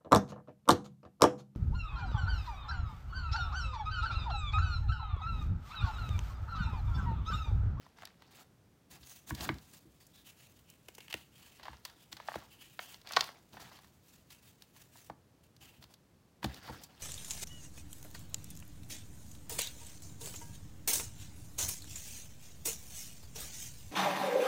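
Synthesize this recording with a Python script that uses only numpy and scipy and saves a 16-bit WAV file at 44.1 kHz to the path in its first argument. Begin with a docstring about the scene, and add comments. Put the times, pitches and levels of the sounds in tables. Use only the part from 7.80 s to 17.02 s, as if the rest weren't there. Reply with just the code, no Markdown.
"""At a metal tray in a small room, microphone just over it: hands lift a slab of dry pressed powder, snap and crush it.
Powder hisses on the skin and in the cupped fist: noise of fine grains through the resonances of the hand's hollow.
Crumbs crack, drop and knock: crumbling shocks through broad resonances, with treble chips and a ring of the tray.
Pours and drags are streams of grains, coarse and fine, over a low shudder; the slab's weight thumps low tray modes.
The room's echo and its low steady noise lie underneath."""
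import sys
import numpy as np
from scipy import signal
from scipy.fft import rfft, irfft
from scipy.io import wavfile
from scipy.ndimage import uniform_filter1d

SR = 44100
rng = np.random.default_rng(int(sys.argv[2]) if len(sys.argv) > 2 else 0)


def to_wav(sig):
    """Store sig (one row per channel, or 1-D mono) as 16-bit WAV at the path in sys.argv[1].

    Samples outside -1..1 are clipped; the rate is SR.
    """
    pcm = np.clip(np.atleast_2d(sig), -1, 1) * 32767
    pcm = np.round(pcm).astype(np.int16)
    wavfile.write(sys.argv[1], SR, pcm.T)  # frames by channels


N = 406587
TIME = np.arange(N) / SR


def amp(db):
    """Decibels to gain."""
    return 10 ** (np.asarray(db) / 20)


def evened(x):
    """Scales to rms 1."""
    return x / np.sqrt(np.mean(x ** 2) + 1e-20)


def levelled(sound, db, over_s):
    """Gives a short sound the energy of a level db held for over_s."""
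    return amp(db) * sound / np.linalg.norm(sound) * np.sqrt(over_s * SR)


def read(points, hz):
    """Reads a spectrum table on a log-frequency axis."""
    f, value = np.transpose(points)
    return np.interp(np.log(hz + 1), np.log(f), value)


def add(mix, s, sound):
    """Mixes a sound in at time s."""
    part = mix[max(round(s * SR), 0):][:len(sound)]
    part += sound[:len(part)]


def during(span):
    """1 within a span of time, 0 outside, with soft edges."""
    inside = (TIME > span[0]) & (TIME < span[1])
    return uniform_filter1d(1. * inside, size=1024)


def stroke(length, rise, growth_db, release):
    """Envelope of one movement: it rises, holds while growing or easing, and dies away."""
    t = np.arange(0, length + 6 * release, 1 / SR)
    hold = amp(growth_db * (np.minimum(t / length, 1) - .5))
    return np.minimum(t / rise, 1) * hold * np.exp(-np.maximum(t - length, 0) / release)


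def waver(depth_db, per_s):
    """An unsteady gain: random levels at per_s points a second, joined by straight lines in dB."""
    knots = np.arange(0, N / SR + 1, 1 / per_s)
    return amp(depth_db * np.interp(TIME, knots, rng.standard_normal(len(knots))))


def grains(per_s, spread_db):
    """A random train of clicks, most small and a few large, at rms 1."""
    size = amp(spread_db * np.minimum(rng.exponential(1, N), 4))
    sign = rng.choice([-1, 1], N)
    return evened(size * sign * (rng.random(N) < per_s / SR))


def patchy(x, depth_db, size=512):
    """Lets the colour drift from moment to moment as the points of contact change."""
    z = signal.stft(x, nperseg=size)[2]
    across_pitch = uniform_filter1d(rng.standard_normal(z.shape), size=9, axis=0)
    drift = evened(uniform_filter1d(across_pitch, size=7, axis=1))
    return signal.istft(z * amp(depth_db * drift), nperseg=size)[1][:N]


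def colour(x, spectrum, extra_db=0, size=4096):
    """Causal filter: attacks stay sharp and the ringing comes after them."""
    log_gain = np.log(amp(read(spectrum, abs(np.fft.fftfreq(size, 1 / SR))) + extra_db))
    taps = np.fft.ifft(np.exp(np.conj(signal.hilbert(log_gain)))).real  # minimum phase
    return signal.fftconvolve(x, taps[:size // 2])[:len(x)]


def resonate(x, hz, width):
    """A double resonance of gain 1 whose pitch can follow a curve."""
    turn = np.exp(2j * np.pi * np.cumsum(hz * np.ones(len(x))) / SR)
    r = np.exp(-np.pi * width / SR)
    # shift the pitch to zero, smooth twice, shift back
    smooth = signal.lfilter([(1 - r) ** 2], np.poly([r, r]), x / turn + 1e-18)
    return 2 * (turn * smooth).real


def ringing(modes, t):
    """Dying sines of unit energy."""
    sound = sum(amp(db - 60 * t / t60) * np.sin(2 * np.pi * (hz * t + rng.random())) for hz, db, t60 in modes)
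    return sound / np.linalg.norm(sound)


def crumble(length, first=0, size=2048):
    """A first shock and a run of tiny fractures that swells and dies, with even power at all pitches."""
    t = np.arange(size) / SR
    swell = (1 - np.exp(-t / 0.00052)) * np.exp(-(t / max(1.51 * length, .0005)) ** 1.4)
    run = rng.standard_normal(size) * swell
    z = rfft(run / np.linalg.norm(run)) + first
    even = irfft(z / np.sqrt(uniform_filter1d(abs(z) ** 2, size=31)))
    return np.roll(even, 20) * (t < t[-1] / 2)  # keeps the soft lead-in before the shock


# Colour of a blow's body and of its chips.
# Each row: frequency in Hz, relative density in dB per Hz.
BLOW_SPECTRUM = [(100, -15.5), (350, 4.5), (600, 1), (1000, 2.5), (1300, -5.5), (1850, -4), (2400, -9.5),
                 (3300, -4.5), (4500, 0.5), (6000, -6), (8500, -10), (16000, -37.5)]
CHIP_SPECTRUM = [(500, -21), (2500, -15.5), (6000, 6), (9000, 1), (15500, 0.5)]
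# a piece radiates little below this share of its pitch, or below this pitch at most
BASS_SHARE, BASS_TOP_HZ = 0.61, 620


def strike(db, hz, chip_db, length, sharpness, first, reach, spread, size=4096):
    """One contact: a first shock and its crumbling ring a broad resonance, while chips spit treble."""
    f = abs(np.fft.fftfreq(size, 1 / SR)) + 1
    resonance_db = -10 * np.log10(1 + (sharpness * (f / hz - hz / f)) ** 2)
    # the contact time cuts off the treble, and a small piece radiates little bass
    treble_loss = (f / (reach * hz)) ** 6
    bass_loss = (min(BASS_SHARE * hz, BASS_TOP_HZ) / f) ** 7
    cushion_db = -10 * np.log10(1 + treble_loss + bass_loss)
    shock, spit = crumble(length, first), crumble(0.8 * length)
    body = colour(shock, BLOW_SPECTRUM, np.maximum(resonance_db + cushion_db, -70))
    chips = colour(spit, CHIP_SPECTRUM)
    # bending waves are faster at high pitch, so the bass comes last
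    body = irfft(rfft(body) * np.exp(-1j * spread * np.sqrt(np.fft.rfftfreq(len(body), 1 / SR))))
    return levelled(evened(body) + amp(chip_db) * evened(chips), db, over_s=.005)


# Clear modes of the sheet metal, damped by powder.
# Each row: nominal frequency in Hz, mean relative level in dB, t60 in seconds.
SHEET_MODES = [(766, -5, 0.13), (972, -3, 0.204), (1122, -7, 0.24), (1510, -4.5, .16), (1737, -1.5, 0.2),
               (1845, -2.5, 0.12), (2010, -4.5, 0.16), (2470, -12, 0.25), (3240, -6, 0.1),
               (3670, 0.5, 0.053), (4220, -6, 0.21), (4620, -4, 0.19), (4960, -7.5, 0.249)]
# The sheet's crowd of weak modes. Each row: frequency in Hz, relative density in dB per Hz.
SHEET_SPECTRUM = [(200, -30.5), (600, -8.5), (1100, -5), (1400, -1.5), (2000, 3.5), (2500, -12),
                  (5000, -14.5), (16000, -48)]
SHEET_T60_S = 0.062
SPOT_DB, SPOT_DETUNE = 3, .03  # random spread of mode levels, largest shift of their pitch as a share


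def on_tray(x, ring_db, sheet_db):
    """A sound and the brief ring of the sheet metal at one spot: a few clear modes over a crowd of weak ones."""
    t = np.arange(SR // 4) / SR
    # each spot favours other modes, and its load of powder shifts them
    modes = [(hz * (1 + SPOT_DETUNE * rng.uniform(-1, 1)), db + SPOT_DB * rng.standard_normal(), t60)
             for hz, db, t60 in SHEET_MODES]
    sheet = colour(rng.standard_normal(len(t)) * amp(-60 * t / SHEET_T60_S), SHEET_SPECTRUM)
    answer = amp(ring_db) * ringing(modes, t) + amp(sheet_db) * sheet / np.linalg.norm(sheet)
    return signal.fftconvolve(x, (t == 0) + answer)[:N]


# Colour of the room's noise. Each row: frequency in Hz, relative density in dB per Hz.
AIR_SPECTRUM = [(20, -23), (40, -5.5), (65, -1.5), (130, 1), (250, -5), (500, -12), (1000, -18.5),
                (2500, -25), (6000, -28), (10000, -32), (15500, -33.5)]
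AIR_DB = -66  # ahead of the microphone's bass cut


def air():
    """The low steady noise of the room: coloured random noise."""
    return amp(AIR_DB) * evened(colour(rng.standard_normal(N), AIR_SPECTRUM))


# Loose crumbs pour on to the heap.
# Each row: start in seconds, length in seconds, level in dB of the fine crumbs half way through.
POURS = [(0.0, 0.058, -67), (0.15, 0.12, -63), (0.364, 0.13, -70.5), (3.28, 0.079, -62.5),
         (3.568, 0.13, -69), (3.77, 0.16, -61.5), (4.046, 0.081, -66.5), (4.362, 0.093, -63.5),
         (4.465, 0.034, -58), (4.525, 0.036, -56), (4.606, 0.028, -64.5), (4.995, 0.035, -63),
         (5.05, 0.096, -63), (5.239, 0.21, -51), (5.354, 0.044, -46), (5.454, 0.051, -61),
         (6.943, 0.04, -72)]
POUR_RISE_SHARE, POUR_SAG_DB, POUR_RELEASE_S = 0.45, -4, 0.056
POUR_DUST_DB, POUR_RUMBLE_DB, POUR_PEBBLE_DB = -10.5, -19, -3.5  # dust, tray shudder, coarse crumbs re fine ones
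# Slab or fingers drag over cake and tray. Each row: start in seconds, length in seconds, then half way through
# the grit in dB, powder hiss in dB and tray rumble in dB, and last the growth over the drag in dB.
SCRAPES = [(0.499, 0.11, -65, -63, -94, 6), (1.097, 0.061, -64, -56.5, -64, 0.5),
           (1.457, 0.04, -75, -54, -64.5, 16.5), (1.534, 0.11, -53.5, -54, -56, 18.5),
           (1.657, 0.13, -59, -62.5, -50, -13), (1.808, 0.15, -76, -64.5, -70, -7),
           (1.918, 0.051, -75, -55.5, -77, -3), (5.72, 0.057, -60.5, -64, -60, -2),
           (5.792, 0.1, -55.5, -59.5, -62.5, -8), (5.904, .06, -61, -62.5, -70, 4),
           (5.98, 0.096, -72.5, -69, -82.5, 1), (7.802, 0.17, -71.5, -65.5, -72, -16),
           (8.004, 0.035, -70, -62, -86, -2), (8.083, 0.043, -71.5, -67, -75, -1),
           (8.618, 0.036, -52.5, -57, -61, 5), (8.674, 0.11, -56.5, -63.5, -59.5, 3),
           (8.811, 0.078, -55.5, -61.5, -60.5, 10), (8.913, 0.13, -59.5, -64, -60, -13.5),
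           (9.083, 0.12, -68, -72, -68.5, -3), (9.191, .06, -60, -56.5, -63, -2)]
SCRAPE_RISE_S, SCRAPE_RELEASE_S = 0.017, 0.023
SCRAPE_PEBBLE_DB = -9.5  # coarse crumbs crushed in a drag, re its grit


def movements():
    """Strength of grit, powder hiss, tray rumble and coarse crumbs, all driven by scrapes and pours."""
    power = np.zeros((4, N))
    for s, length, grit_db, hiss_db, rumble_db, growth_db in SCRAPES:
        drag = stroke(length, SCRAPE_RISE_S, growth_db, SCRAPE_RELEASE_S)
        for layer, db in zip(power, (grit_db, hiss_db, rumble_db, grit_db + SCRAPE_PEBBLE_DB)):
            add(layer, s, (amp(db) * drag) ** 2)
    for s, length, db in POURS:
        flow = amp(db) * stroke(length, POUR_RISE_SHARE * length, POUR_SAG_DB, POUR_RELEASE_S)
        for layer, share_db in zip(power, (0, POUR_DUST_DB, POUR_RUMBLE_DB, POUR_PEBBLE_DB)):
            add(layer, s, (amp(share_db) * flow) ** 2)
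    return np.sqrt(power)


# Pitches of large to small crumbs. Each entry: frequency in Hz.
CRUMB_HZ = [820, 950, 1460, 1980, 3092, 4820]
# Colour of the trickling grit. Each row: frequency in Hz, relative density in dB per Hz.
GRAVEL_SPECTRUM = [(150, -3.5), (450, 1.5), (800, 3), (1100, -4), (1400, -2), (1850, -5.5), (2500, -5),
                   (4500, -5), (6500, -12), (10000, -33.5), (16000, -29)]


def trickle(strength):
    """Crumbs patter on the tray, each size with its own pitch, over a dense bed of grinding grit."""
    crumbs = np.zeros(N)
    for hz in CRUMB_HZ:
        patter = grains(per_s=330, spread_db=3.1)
        crumbs += signal.lfilter(*signal.iirpeak(hz, 2.4, fs=SR), patter)
    grit = evened(crumbs) + 1.2 * grains(per_s=9000, spread_db=2)
    gravel = evened(colour(patchy(grit, depth_db=2.5), GRAVEL_SPECTRUM))
    return strength * gravel * waver(depth_db=1.6, per_s=38)


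PEBBLE_HZ = (850, 5500)  # pitch range of coarse crumbs
PEBBLES_PER_S, PEBBLE_SPREAD_DB = 330, 2.6  # rate over all pitches together


def pebbles(strength):
    """Coarse crumbs tick out of a pour or crunch under a drag, each a few cycles at its own pitch."""
    ticks, pitches = np.zeros(N), np.geomspace(*PEBBLE_HZ, num=9)
    for hz in pitches:
        b, a = signal.iirpeak(hz, 2.5, fs=SR)
        clicks = grains(PEBBLES_PER_S / len(pitches), PEBBLE_SPREAD_DB)
        # the resonance is applied twice
        ticks += evened(signal.lfilter(np.convolve(b, b), np.convolve(a, a), clicks))
    return strength * evened(ticks)


# Colour of the tray's shudder. Each row: frequency in Hz, relative density in dB per Hz.
RUMBLE_SPECTRUM = [(35, -14), (65, -0.5), (130, 3), (230, -2), (320, -2.5), (450, -13.5), (3000, -63)]


def rumble(strength):
    """The tray shudders under pours, hands and the dragged slab: low noise that follows their strength."""
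    return strength * evened(colour(rng.standard_normal(N), RUMBLE_SPECTRUM))


# Lumps land, and some cracks in the fist give a low knock. Each row: start in seconds,
# level in dB over 5 ms before the tray rings, pitch of the contact in Hz, length scale of the contact in seconds.
KNOCKS = [(0.0636, -55, 1050, 0.0019), (0.1852, -55.5, 1580, .0024), (0.221, -49.5, 1590, 0.0011),
          (0.2318, -48, 1260, 0.0027), (0.2725, -54, 2040, 0.0011), (0.4208, -55, 1780, 0.0019),
          (1.694, -39, 450, 0.0015), (3.085, -52, 440, 0.00075), (3.181, -52, 455, 0.0012),
          (3.3424, -43, 476, 0.0013), (3.7962, -54, 1590, .0026), (3.8313, -49.5, 2330, 0.0037),
          (3.8538, -46, 1570, 0.0067), (3.8664, -50, 1210, .0015), (3.881, -39.5, 1080, 0.0015),
          (3.9305, -50, 1390, 0.0034), (3.9405, -58, 1300, .002), (4.0514, -45.5, 2040, 0.0037),
          (4.0972, -55.5, 2570, .003), (4.3268, -41.5, 3300, 0.0021), (4.3675, -47.5, 2570, 0.0032),
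          (4.3996, -44, 1250, 0.0021), (4.4846, -32, 1040, 0.0021), (4.5175, -43, 1030, 0.00066),
          (4.5409, -41.5, 1260, 0.002), (4.556, -35.5, 466, 0.0017), (4.9911, -36, 1590, 0.0014),
          (5.272, -47, 2610, 0.0021), (5.308, -42.5, 1220, 0.0028), (5.3336, -38.5, 3210, 0.0025),
          (5.364, -26.5, 2850, 0.0017), (5.3682, -19.5, 1190, 0.0021), (5.392, -38.5, 2380, .003),
          (5.4074, -25, 3700, 0.0017), (5.423, -41.5, 1500, 0.0018), (5.4892, -46.5, 1280, 0.0015),
          (5.74, -53, 700, 0.0041), (5.7686, -46.5, 1400, 0.0065), (5.797, -55, 1050, .002),
          (5.915, -54, 1050, 0.0035), (5.988, -56.5, 1590, 0.0019), (6.033, -64, 1900, 0.0014),
          (6.044, -58.5, 1695, .0015), (6.963, -61, 2200, 0.0022), (7.155, -56.5, 992, .003),
          (7.2977, -40, 840, 0.0012), (7.3038, -52, 850, .001), (8.6286, -41, 1630, 0.0021),
          (8.6446, -36.5, 597, 0.0033), (8.877, -48.5, 1200, 0.0036), (8.8872, -44, 900, 0.0056),
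          (8.895, -42.5, 620, 0.0074)]
# chipping of a knock, re its body: high-pitched, light ones chip most
KNOCK_HZ, KNOCK_DB, KNOCK_CHIP_DB = 1200, -42.5, -23
CHIP_DB_PER_OCTAVE, CHIP_DB_PER_DB = 9.5, -0.5


def knocks():
    """Lumps land, and some cracks in the fist give a low knock: a low pitch is duller and chips less."""
    out = np.zeros(N)
    for s, db, hz, length in KNOCKS:
        octaves = np.log2(hz / KNOCK_HZ)
        chip_db = KNOCK_CHIP_DB + CHIP_DB_PER_OCTAVE * octaves + CHIP_DB_PER_DB * (db - KNOCK_DB)
        blow = strike(db, hz, chip_db, length, sharpness=0.72, first=.7, reach=2.04, spread=0.303)
        add(out, s, on_tray(blow, ring_db=-29.5, sheet_db=-23))
    return out


# The pressed powder fractures. Each row: start in seconds, level in dB over 5 ms before tray and fist ring,
# pitch in Hz, chipping in dB re the body, length scale of the fracture in seconds.
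CRACKS = [(0.2526, -45, 4040, -2, 0.0021), (1.23, -55, 3450, -20, 0.0067), (1.295, -52, 6400, 12, .0018),
          (1.5013, -43.5, 1870, 14, 0.0026), (1.5482, -44, 4160, 0, 0.0038),
          (1.607, -40.5, 3540, -12, .0029), (1.742, -58, 3500, 3, .0015),
          (1.7835, -56.5, 4340, -15, 0.0014), (2.266, -57, 4870, 22, .005),
          (2.8995, -53.5, 5880, 26, .0038), (3.0843, -48, 2070, 0.5, 0.0022),
          (3.149, -51.5, 4540, 7, 0.0041), (3.181, -50, 1850, 3, 0.0044), (3.204, -52.5, 2630, -3, 0.0043),
          (3.281, -54.5, 2240, -6, 0.0015), (3.2998, -52, 2550, 2, 0.0041), (3.307, -48, 2320, -3, .0044),
          (3.326, -41, 2690, -6, .0026), (3.34, -36, 2170, -6.5, 0.0012), (4.05, -39.5, 3760, -0.5, 0.0042),
          (4.3212, -53, 3500, -9, 0.0016), (4.4762, -50.5, 5000, -12, 0.0026),
          (4.5282, -59, 5500, 4, .0007), (4.534, -54, 3100, -12, 0.0007),
          (4.555, -42.5, 1900, -10.5, 0.0044), (4.602, -60, 2650, -14, .0007),
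          (5.143, -49, 3130, -12, 0.00095), (5.214, -57.5, 3373, -3.5, .0025), (5.2885, -53, 4500, 1, .002),
          (5.3208, -42, 3270, 0.5, 0.0018), (5.368, -26, 3390, -22, 0.002), (5.44, -43.5, 3030, -2, 0.0034),
          (6.5037, -52, 3300, -3, 0.0051), (6.821, -51.5, 3480, -3, 0.0027), (7.172, -58, 3210, 4, 0.0015),
          (7.2982, -60, 2670, -16, 0.0023), (7.764, -61, 4360, -3.5, 0.0024),
          (8.0245, -54, 3020, -12, .004), (8.0391, -53, 3020, -8, 0.0024),
          (8.1385, -54.5, 3380, -2, 0.0029), (8.6425, -33.5, 2350, -8, 0.0032),
          (8.743, -48.5, 3450, -2, 0.0013), (9.0349, -45, 5440, 8, 0.0078)]
CLENCH_S = (3.08, 3.45)  # the fist is shut from, to
FIST_HZ, FIST_DB = 2740, 7.5  # its hollow rings with the fractures


def fractures():
    """The cake gives way: a weaker first shock and a narrower resonance than a knock; the shut fist rings along."""
    out = np.zeros(N)
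    for s, *row in CRACKS:
        crack = strike(*row, sharpness=0.93, first=0.36, reach=1.74, spread=0.082)
        add(out, s, on_tray(crack, ring_db=-27.5, sheet_db=-23.5))
    return out + amp(FIST_DB) * during(CLENCH_S) * resonate(out, FIST_HZ, width=1170)


# Colour of powder on skin. Each row: frequency in Hz, relative density in dB per Hz.
SKIN_SPECTRUM = [(200, -25.5), (700, -2), (1500, -1.5), (3000, 2.5), (5000, 1), (7000, 2.5), (9000, -0.5),
                 (12000, -2), (15500, 2)]
# A finger strokes the powder. Each row: start in seconds, length in seconds, level in dB half way through,
# resonance of the hand's hollow in Hz at that moment, level of the hollow in dB re the stroke.
RUBS = [(1.173, 0.089, -65, 4000, -19), (1.223, 0.16, -55.5, 6400, -14), (2.2, 0.017, -59, 5000, -12),
        (2.328, 0.066, -61, 3730, -6.5), (2.435, 0.064, -56, 2930, -11), (2.55, 0.11, -61, 2840, -11),
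        (2.67, 0.053, -67.5, 2920, -34), (2.754, 0.035, -66, 3100, -16), (2.844, 0.11, -68, 2900, -5),
        (3.025, 0.14, -67, 2700, -22), (3.188, 0.065, -62.5, 2740, -5.5), (3.275, 0.15, -59.5, 3020, -5),
        (3.509, 0.26, -61.5, 2950, -6.5), (4.036, .07, -63, 3820, -8), (4.15, 0.083, -65, 3430, -5),
        (4.314, 0.014, -56.5, 3280, -8), (4.396, 0.24, -62, 2900, -14), (4.695, 0.052, -61, 2980, -6.5),
        (4.784, 0.065, -58, 3060, -4), (4.853, 0.11, -62, 2840, -12), (4.988, 0.065, -52, 3130, -8.5),
        (5.07, 0.076, -54.5, 3150, -11), (5.27, 0.22, -58, 4300, -7), (6.225, 0.16, -65, 3260, -37),
        (6.485, 0.077, -58.5, 2900, -11), (6.611, 0.094, -62, 2920, -31), (6.78, 0.083, -70, 2740, -11),
        (6.925, 0.13, -61, 2390, -21), (7.112, 0.093, -59, 2610, -26), (7.21, 0.046, -60, 6030, -14),
        (7.631, 0.017, -65.5, 3000, -17), (7.808, 0.025, -62.5, 2920, 1), (7.83, 0.14, -71.5, 2870, -1),
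        (9.009, 0.03, -55.5, 5100, -14)]
# a stroke swells over part of its length, eases, lets go
RUB_RISE_SHARE, RUB_SAG_DB, RUB_RELEASE_S = 0.455, -4.5, 0.028
HANDLING_S, HANDLING_DB = (1.15, 7.3), -73.5  # over that span powder clings to the moving hand
BURSTS_PER_S, BURST_SPREAD_DB, BURST_DB = 170, 4, -9.5  # grains that burst under the fingers; level re the slips
HOLLOW_GLIDE = -0.073  # the hollow's pitch drifts by this share over a stroke
HOLLOW_UPPER, HOLLOW_UPPER_DB = 1.42, -12  # its second resonance: pitch ratio, gain


def rubbing(hiss):
    """Countless fine grains slip on the skin and a few burst; the hand's hollow rings with each finger stroke."""
    slips = patchy(grains(per_s=20000, spread_db=2.5), depth_db=1.5) * waver(depth_db=3.0, per_s=97)
    burst_clicks = grains(BURSTS_PER_S, BURST_SPREAD_DB)
    bursts = evened(signal.fftconvolve(burst_clicks, crumble(length=0.0011))[:N])
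    slips = evened(slips) + amp(BURST_DB) * bursts
    skin = evened(colour(slips, SKIN_SPECTRUM))
    handling = amp(HANDLING_DB) * during(HANDLING_S)
    power, hollows = hiss ** 2 + handling ** 2, np.zeros(N)
    for s, length, db, hz, hollow_db in RUBS:
        press = amp(db) * stroke(length, RUB_RISE_SHARE * length, RUB_SAG_DB, RUB_RELEASE_S)
        slip = slips[round(s * SR):][:len(press)]
        progress = np.minimum(np.arange(len(slip)) / SR / length, 1)
        pitch = hz * (1 + HOLLOW_GLIDE * (progress - .5))
        lower = resonate(slip, pitch, width=1100)
        upper = resonate(slip, HOLLOW_UPPER * pitch, width=1600)
        hollow = evened(lower + amp(HOLLOW_UPPER_DB) * upper)
        add(power, s, press ** 2)
        add(hollows, s, amp(hollow_db) * press[:len(hollow)] * hollow)
    return np.sqrt(power) * skin + hollows


# A weight sets the whole tray swaying.
# Each row: start in seconds, level in dB over 40 ms, softness of the blow in seconds.
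THUMPS = [(1.197, -59.5, 0.0082), (1.511, -38, 0.0017), (1.604, -45, 0.002), (1.694, -38, 0.0004),
          (2.054, -59, 0.00086), (3.344, -53.5, 0.00015), (3.885, -54.5, 0.011), (4.33, -63.5, 0.0007),
          (4.56, -50, 0.00035), (5.371, -57.5, 0.0003), (7.303, -56, 0.0003), (7.98, -61, 0.0073),
          (8.642, -36, 0.0012), (8.896, -46.5, 0.0018)]
# Low modes of the loaded tray.
# Each row: frequency in Hz, relative level in dB before the blow's softness, t60 in seconds.
SWAY_MODES = [(60.8, -7, 0.27), (70.95, -6.5, 0.27), (95, -5.5, .16), (128.6, -1.5, 0.2),
              (149.5, -5, 0.078), (198, -1, 0.17), (219.7, 3, 0.094), (265.7, -2, .15), (318, 7, 0.1),
              (457, -10, 0.13)]


def thumps():
    """The tray's low modes swell, more slowly under a soft blow, which also spares the higher ones."""
    out, t = np.zeros(N), np.arange(SR // 2) / SR
    for s, db, soft in THUMPS:
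        modes = [(hz, mode_db - 10 * np.log10(1 + (2 * np.pi * hz * soft) ** 2), t60)
                 for hz, mode_db, t60 in SWAY_MODES]
        sway = ringing(modes, t) * (1 - np.exp(-t / (4 * soft)))
        add(out, s, levelled(sway, db, over_s=.04))
    return out


# The slab rocks on the cake beneath it, cushioned by powder. Each row: start in seconds,
# level in dB over 5 ms before the tray rings, pitch in Hz, length scale of the contact in seconds.
ROCKS = [(1.5058, -37, 1640, 0.0025), (1.6898, -28.5, 1900, 0.002)]
ROCK_CHIP_DB = -31  # re the body


def rocking():
    """Dull knocks of the heavy slab: the powder takes away their treble, the tray rings on."""
    out = np.zeros(N)
    for s, db, hz, length in ROCKS:
        blow = strike(db, hz, ROCK_CHIP_DB, length, sharpness=1.2, first=.8, reach=1.35, spread=.4)
        add(out, s, on_tray(blow, ring_db=-27.5, sheet_db=-17.5))
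    return out


# Decay of the small room. Each row: frequency in Hz, t60 in seconds.
ROOM_DECAY = [(150, 0.29), (5000, .22), (9000, 0.0748), (16000, 0.097)]
HITS_ROOM_DB, FINE_ROOM_DB = -21, -25  # sent to the room


def room(x):
    """A small room answers: noise that swells briefly, then dies at its own rate at each pitch."""
    hz, t, z = signal.stft(rng.standard_normal(SR // 2), SR, nperseg=256)
    decay = amp(-60 * t / read(ROOM_DECAY, hz)[:, None])
    treble_loss = np.hypot(1, hz / 8000)[:, None]
    tail = signal.istft(z * decay / treble_loss, SR, nperseg=256)[1]
    tail = tail * (1 - np.exp(-np.arange(len(tail)) / SR / 0.009))
    return signal.fftconvolve(x, tail / np.linalg.norm(tail))[:N]


def scene():
    """All sources, heard from one point just over the tray."""
    grit, hiss, shudder, coarse = movements()
    hits = knocks() + rocking() + fractures()
    fine = on_tray(rubbing(hiss) + trickle(grit) + pebbles(coarse), ring_db=-23.5, sheet_db=-21.5)
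    echoes = room(amp(HITS_ROOM_DB) * hits + amp(FINE_ROOM_DB) * fine)
    return (hits + fine + echoes + thumps() + rumble(shudder) + air())[None]


EDGE_HZ = 16000  # the recorder's upper band limit


def record(dry):
    """The microphone's bass cut and the recorder's band limit."""
    bass_cut = signal.butter(N=3, Wn=42, btype="high", fs=SR, output="sos")
    thinned = signal.sosfilt(bass_cut, dry)
    band_limit = signal.firwin(401, EDGE_HZ, window=("kaiser", 8), fs=SR)
    return signal.oaconvolve(thinned, band_limit[None], "same")


dry = scene()
out = record(dry)
to_wav(out)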